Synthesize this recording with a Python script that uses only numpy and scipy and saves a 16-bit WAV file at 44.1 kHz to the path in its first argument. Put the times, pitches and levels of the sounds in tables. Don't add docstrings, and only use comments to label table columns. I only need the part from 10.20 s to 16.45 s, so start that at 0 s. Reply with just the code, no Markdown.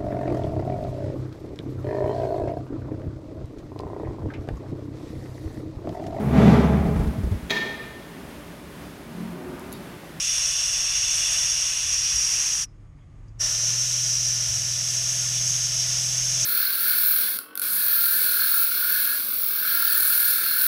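import sys
import numpy as np
from scipy import signal
from scipy.fft import rfft, irfft
from scipy.io import wavfile

SR = 44100
rng = np.random.default_rng(int(sys.argv[2]) if len(sys.argv) > 2 else 0)


def dump_mix(stems):
    frames = np.atleast_2d(stems).T
    limited = np.clip(frames, -1, 1)
    pcm = np.round(limited * 32767).astype(np.int16)
    wavfile.write(sys.argv[1], SR, pcm)


N = 275625
TIME_S = np.arange(N) / SR


def amp(db):
    return 10 ** (np.asarray(db) / 20)


def rms_one(x):
    return x / np.sqrt(np.mean(x ** 2) + 1e-30)


def in_time(rows):
    time_s, *columns = np.transpose(rows)
    return [np.interp(TIME_S, time_s, column) for column in columns]


def drift(rate_hz):
    step, settle = 40, 2000
    pole = np.exp(-2 * np.pi * rate_hz * step / SR)
    noise = rng.standard_normal(N // step + settle + 2)
    slow = signal.lfilter([1], [1, -2 * pole, pole * pole], noise)[settle:]
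    return np.interp(np.arange(N) / step, np.arange(len(slow)), rms_one(slow))


def coloured(points, modes=(), low_hz=1, high_hz=22000):
    hz = np.arange(1, N // 2 + 2) * SR / N
    point_hz, point_db = np.transpose(points)
    power = amp(np.interp(np.log(hz), np.log(point_hz), point_db, -90, -90)) ** 2
    for centre_hz, width_hz, level_db in modes:
        power = power + amp(level_db) ** 2 / (1 + (1.24 * (hz - centre_hz) / width_hz) ** 2) ** 2
    edges = 1 / (1 + (low_hz / hz) ** 60) / (1 + (hz / high_hz) ** 60)
    spectrum = rfft(rng.standard_normal(N)) * np.sqrt(power * edges)
    return rms_one(irfft(spectrum, N))


# freq_hz, relative_db_per_hz
JET_FIRST = [(300, -42), (900, -33.5), (1800, -26), (2600, -23.5), (4300, -23.5), (5200, -10),
             (6000, -15.5), (6850, -20), (8200, -20), (9300, -26), (10800, -27.5), (11700, -39),
             (13100, -30), (14200, -36.5)]
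JET_SECOND = [(300, -35), (950, -31), (1900, -24), (3000, -16.5), (4300, -22), (5200, -9.5), (6050, -4.5),
              (6850, -14), (8200, -17), (9500, -20), (10600, -22.5), (11500, -39), (12700, -25),
              (14200, -30)]
# centre_hz, width_hz, relative_db_per_hz
BODY_FIRST_AWAY = [(640, 120, -31), (2778, 345, -13.5), (3463, 117, -13), (5645, 260, 1.5),
                   (6423, 160, -3.5), (6980, 120, -15.5), (7700, 110, -18.5), (8720, 170, -15),
                   (9550, 160, -18), (10200, 250, -27.5), (10620, 180, -25.5)]
BODY_FIRST_NEAR = [(2705, 460, -16.5), (3170, 100, -18.5), (3450, 74, -15.5), (4370, 22.5, -20),
                   (5690, 204, 1.5), (6410, 120, -4), (7010, 230, -16), (7630, 160, -19.5),
                   (8740, 140, -19), (9200, 100, -20.5), (9600, 140, -17), (10200, 96, -22.5),
                   (10600, 81, -29)]
BODY_SECOND_AWAY = [(630, 74, -23), (1436, 30, -21.5), (1760, 67, -20.5), (2820, 50, -19),
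                    (3980, 270, -18.5), (5640, 250, 0), (6190, 64, -7), (7300, 110, -13.5), (7700, 72, -18),
                    (8600, 120, -21), (10200, 120, -20), (10800, 37, -31)]
BODY_SECOND_NEAR = [(650, 120, -23.5), (1420, 44, -23), (1757, 45, -20.5), (3470, 99, -16.5),
                    (3950, 130, -19), (5590, 150, -2.5), (6420, 120, 0.5), (7030, 85, -10),
                    (7720, 130, -13.5), (9650, 180, -24), (10300, 170, -19.5)]
# start_s, move_s
REACHES = [(1.3, 0.63), (4.2, .6)]
# low_db, middle_db, treble_db
POSES = [(-44.5, -33.3, -35.5), (-44.8, -35.5, -35.3), (-47, -39, -36.5), (-46.5, -38.5, -36)]
SHUT_S, SHUT_TAKES_S, SHUT_BEND = 2.432, 0.045, 1.76
OPEN_S, OPEN_TAKES_S, OPEN_BEND = 3.222, 0.040, 3.8
SEALED_DB = -75
SETTLE_DB, SETTLE_S = -3, 0.017


def valve():
    shutting = np.clip((TIME_S - SHUT_S) / SHUT_TAKES_S, 0, 1) ** SHUT_BEND
    closed = np.clip((OPEN_S - TIME_S) / OPEN_TAKES_S, 0, 1) ** OPEN_BEND
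    settling_s = np.maximum(TIME_S - OPEN_S + OPEN_TAKES_S / 2, 0)
    settling_db = SETTLE_DB * np.exp(-settling_s / SETTLE_S)
    first_gain = amp(SEALED_DB * shutting) * (shutting < 1)
    second_gain = amp(SEALED_DB * closed + settling_db) * (closed < 1)
    first = spell(REACHES[0], POSES[:2], JET_FIRST, (BODY_FIRST_AWAY, BODY_FIRST_NEAR))
    second = spell(REACHES[1], POSES[2:], JET_SECOND, (BODY_SECOND_AWAY, BODY_SECOND_NEAR))
    return first_gain * first + second_gain * second


def spell(reach, poses, broad, bodies):
    start_s, move_s = reach
    near = np.clip((TIME_S - start_s) / move_s, 0, 1)
    shares = np.sqrt(1 - near), np.sqrt(near)
    return sum(share * jet(pose, broad, body) for share, pose, body in zip(shares, poses, bodies))


# time_s, main_db, upper_db
WHISTLES = [(0, -26, -29), (1.2, -25.3, -28), (1.42, -25.2, -28), (1.62, -28.5, -29), (1.82, -24, -30),
            (2.03, -23.5, -28.8), (2.23, -26, -26), (2.43, -27.5, -30.5), (3.22, -24.5, -30.5),
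            (3.45, -26.5, -26.5), (4.05, -25.7, -28.3), (4.63, -27.5, -30.5), (4.95, -29, -29),
            (5.35, -27.5, -26), (5.65, -26.5, -29), (6.05, -28, -29), (6.25, -26.5, -25)]
# time_s, offset_db
BROAD = [(0, -0.9), (.2, 0), (.8, -.5), (1.02, 1.5), (1.45, -.5), (1.85, -.6), (2.22, .9), (2.43, -1.2),
         (3.22, 0), (4.05, -.5), (4.6, -0.8), (5.1, 0), (6.25, .5)]
# centre_hz, width_hz, relative_db_per_hz
BODY_ALWAYS = [(1180, 110, -33), (6100, 110, -12)]
SPURT_DB, SPURT_S = 5, 0.25
GRIP_S, GRIP_TAKES_S, GRIP_SHADE_DB = 2.1, 0.37, -3.5


def jet(pose, broad, body):
    main_db, upper_db = in_time(WHISTLES)
    offset_db, = in_time(BROAD)
    low_db, middle_db, treble_db = [db + offset_db for db in pose]
    since_open_s = TIME_S - OPEN_S
    reopened = since_open_s > -OPEN_TAKES_S
    low_db = low_db + SPURT_DB * np.exp(-np.abs(since_open_s) / SPURT_S) * reopened
    grip = np.clip((TIME_S - GRIP_S) / GRIP_TAKES_S, 0, 1) * (since_open_s < -OPEN_TAKES_S)
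    middle_db = middle_db + GRIP_SHADE_DB * grip
    shared_flutter_db = 0.25 * drift(9)
    bands = [(1, 2000, low_db), (2000, 4500, middle_db), (4500, 6000, main_db),
             (6000, 6900, upper_db), (6900, 22000, treble_db)]
    out = np.zeros(N)
    for low_hz, high_hz, level_db in bands:
        flutter_db = shared_flutter_db + 0.59 * drift(6.9)
        out += amp(level_db + flutter_db) * coloured(broad, body + BODY_ALWAYS, low_hz, high_hz)
    return out


# start_s, level_db (before envelope), centre_hz, width_hz, decay_s
VALVE_TICKS = [(2.462, -67, 5130, 50, .035), (2.47, -72, 5600, 700, .05), (2.755, -75, 4700, 300, .012),
               (2.785, -71, 4800, 80, .008), (2.77, -70, 2100, 500, .09), (2.79, -72, 3300, 399.5, .06),
               (3.078, -60.5, 4900, 350, 0.013), (3.078, -60, 6000, 1400, .009)]


def valve_ticks():
    out = np.zeros(N)
    for start_s, level_db, centre_hz, width_hz, decay_s in VALVE_TICKS:
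        since_s = np.maximum(TIME_S - start_s, 0)
        band = coloured([(10, -90), (20000, -90)], [(centre_hz, width_hz, 0)],
                        centre_hz - width_hz, centre_hz + width_hz)
        envelope = (1 - np.exp(-since_s / 0.005)) * np.exp(-since_s / decay_s)
        out += amp(level_db) * envelope * band
    return out


# time_s, firing_hz, level_db (rms before waver)
ENGINE = [(0, 104.8, -57), (.5, 105.4, -61), (1.1, 105.4, -53), (1.8, 105.7, -53), (2.3, 104.7, -54),
          (2.9, 105.2, -53.5), (3.1, 106.7, -44.5), (3.3, 112.1, -43.5), (3.5, 119.9, -37.5),
          (3.65, 123.9, -39), (3.9, 121.8, -38.5), (4.3, 119.6, -39), (4.7, 122.2, -40), (5.1, 123, -38),
          (6.25, 125.7, -38)]
# cycle_multiple, idle_db, raised_db
OVERTONES = [(1, -72.5, -65), (2, -51.5, -57), (3, -56.5, -66), (4, -64.5, -59.5), (5, -68.5, -61),
             (7, -62, -53.5), (8, -59.5, -55), (9, -70.5, -68.5)]
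IDLE_HZ, RAISED_HZ = 106, 115


def near_engine():
    firing_hz, firing_db = in_time(ENGINE)
    raised = np.clip((firing_hz - IDLE_HZ) / (RAISED_HZ - IDLE_HZ), 0, 1)
    multiples = [multiple for multiple, _, _ in OVERTONES]
    gains = [amp((1 - raised) * idle_db + raised * raised_db) for _, idle_db, raised_db in OVERTONES]
    firing = tones(firing_hz, [1], [amp(firing_db)], waver_db=0.6)
    return firing + tones(firing_hz / 6, multiples, gains, waver_db=1.6)


def tones(cycle_hz, multiples, gains, waver_db):
    phase = 2 * np.pi * np.cumsum(cycle_hz) / SR
    out = np.zeros(N)
    for multiple, gain in zip(multiples, gains):
        waver = amp(waver_db * drift(3))
        sine = np.sin(multiple * phase + 2 * np.pi * rng.random())
        out += np.sqrt(2) * gain * waver * sine
    return out


# cycle_multiple, level_db
FAR = [(3, -59.5), (6, -64), (9, -62), (10, -64), (12, -72)]
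FAR_CYCLE_HZ = 16.5


def far_engine():
    cycle_hz = FAR_CYCLE_HZ * (1 + 0.006 * drift(0.7))
    multiples, levels_db = zip(*FAR)
    return tones(cycle_hz, multiples, amp(levels_db), waver_db=4.5)


# start_s, level_db (before attack and decay), pitch_hz, t60_s
BUMPS = [(1.64, -43, 73.2, 1.8), (1.931, -27.5, 57.4, .25), (3.03, -38, 50, .2), (3.095, -37, 60.3, 0.22),
         (4.27, -32, 68.5, 0.29), (4.28, -37, 98.2, 0.96)]


def bumps():
    out = np.zeros(N)
    for start_s, level_db, pitch_hz, t60_s in BUMPS:
        since_s = np.maximum(TIME_S - start_s, 0)
        attack = 1 - np.exp(-since_s / 0.01)
        out += amp(level_db - 60 * since_s / t60_s) * attack * np.sin(2 * np.pi * pitch_hz * since_s)
    return out


# freq_hz, relative_db_per_hz
AIR = [(120, -31), (180, -15), (290, -13), (450, -23), (800, -27.5), (1400, -32.5), (2000, -32.5),
       (4000, -45), (4900, -44), (5900, -45.5), (8000, -46), (12000, -58)]
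# centre_hz, width_hz, relative_db_per_hz
AIR_MODES = [(1170, 120, -25), (6600, 300, -38)]
# freq_hz, relative_db_per_hz
RUMBLE = [(15, -7), (30, 4.5), (60, 2), (110, 4), (170, -10), (230, -35.5)]
# time_s, wash_db, rumble_db
AROUND = [(0, -61.5, -53), (1.5, -61, -55.5), (2.4, -60, -56), (2.7, -62, -53), (3.0, -59.5, -49),
          (3.4, -58, -54), (4, -63, -58), (5.6, -61.5, -56), (6.25, -58, -53)]


def background():
    wash_db, rumble_db = in_time(AROUND)
    wash = amp(wash_db + 0.96 * drift(4.7)) * coloured(AIR, AIR_MODES)
    rumble = amp(rumble_db + 2.95 * drift(5.0)) * coloured(RUMBLE)
    return wash + rumble


def scene():
    return (valve() + valve_ticks() + near_engine() + far_engine() + bumps() + background())[None]


CUTOFF_HZ = 13850


def record(dry):
    return signal.sosfilt(signal.ellip(14, 0.3, 80, CUTOFF_HZ, fs=SR, output="sos"), dry)


dry = scene()
out = record(dry)
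dump_mix(out)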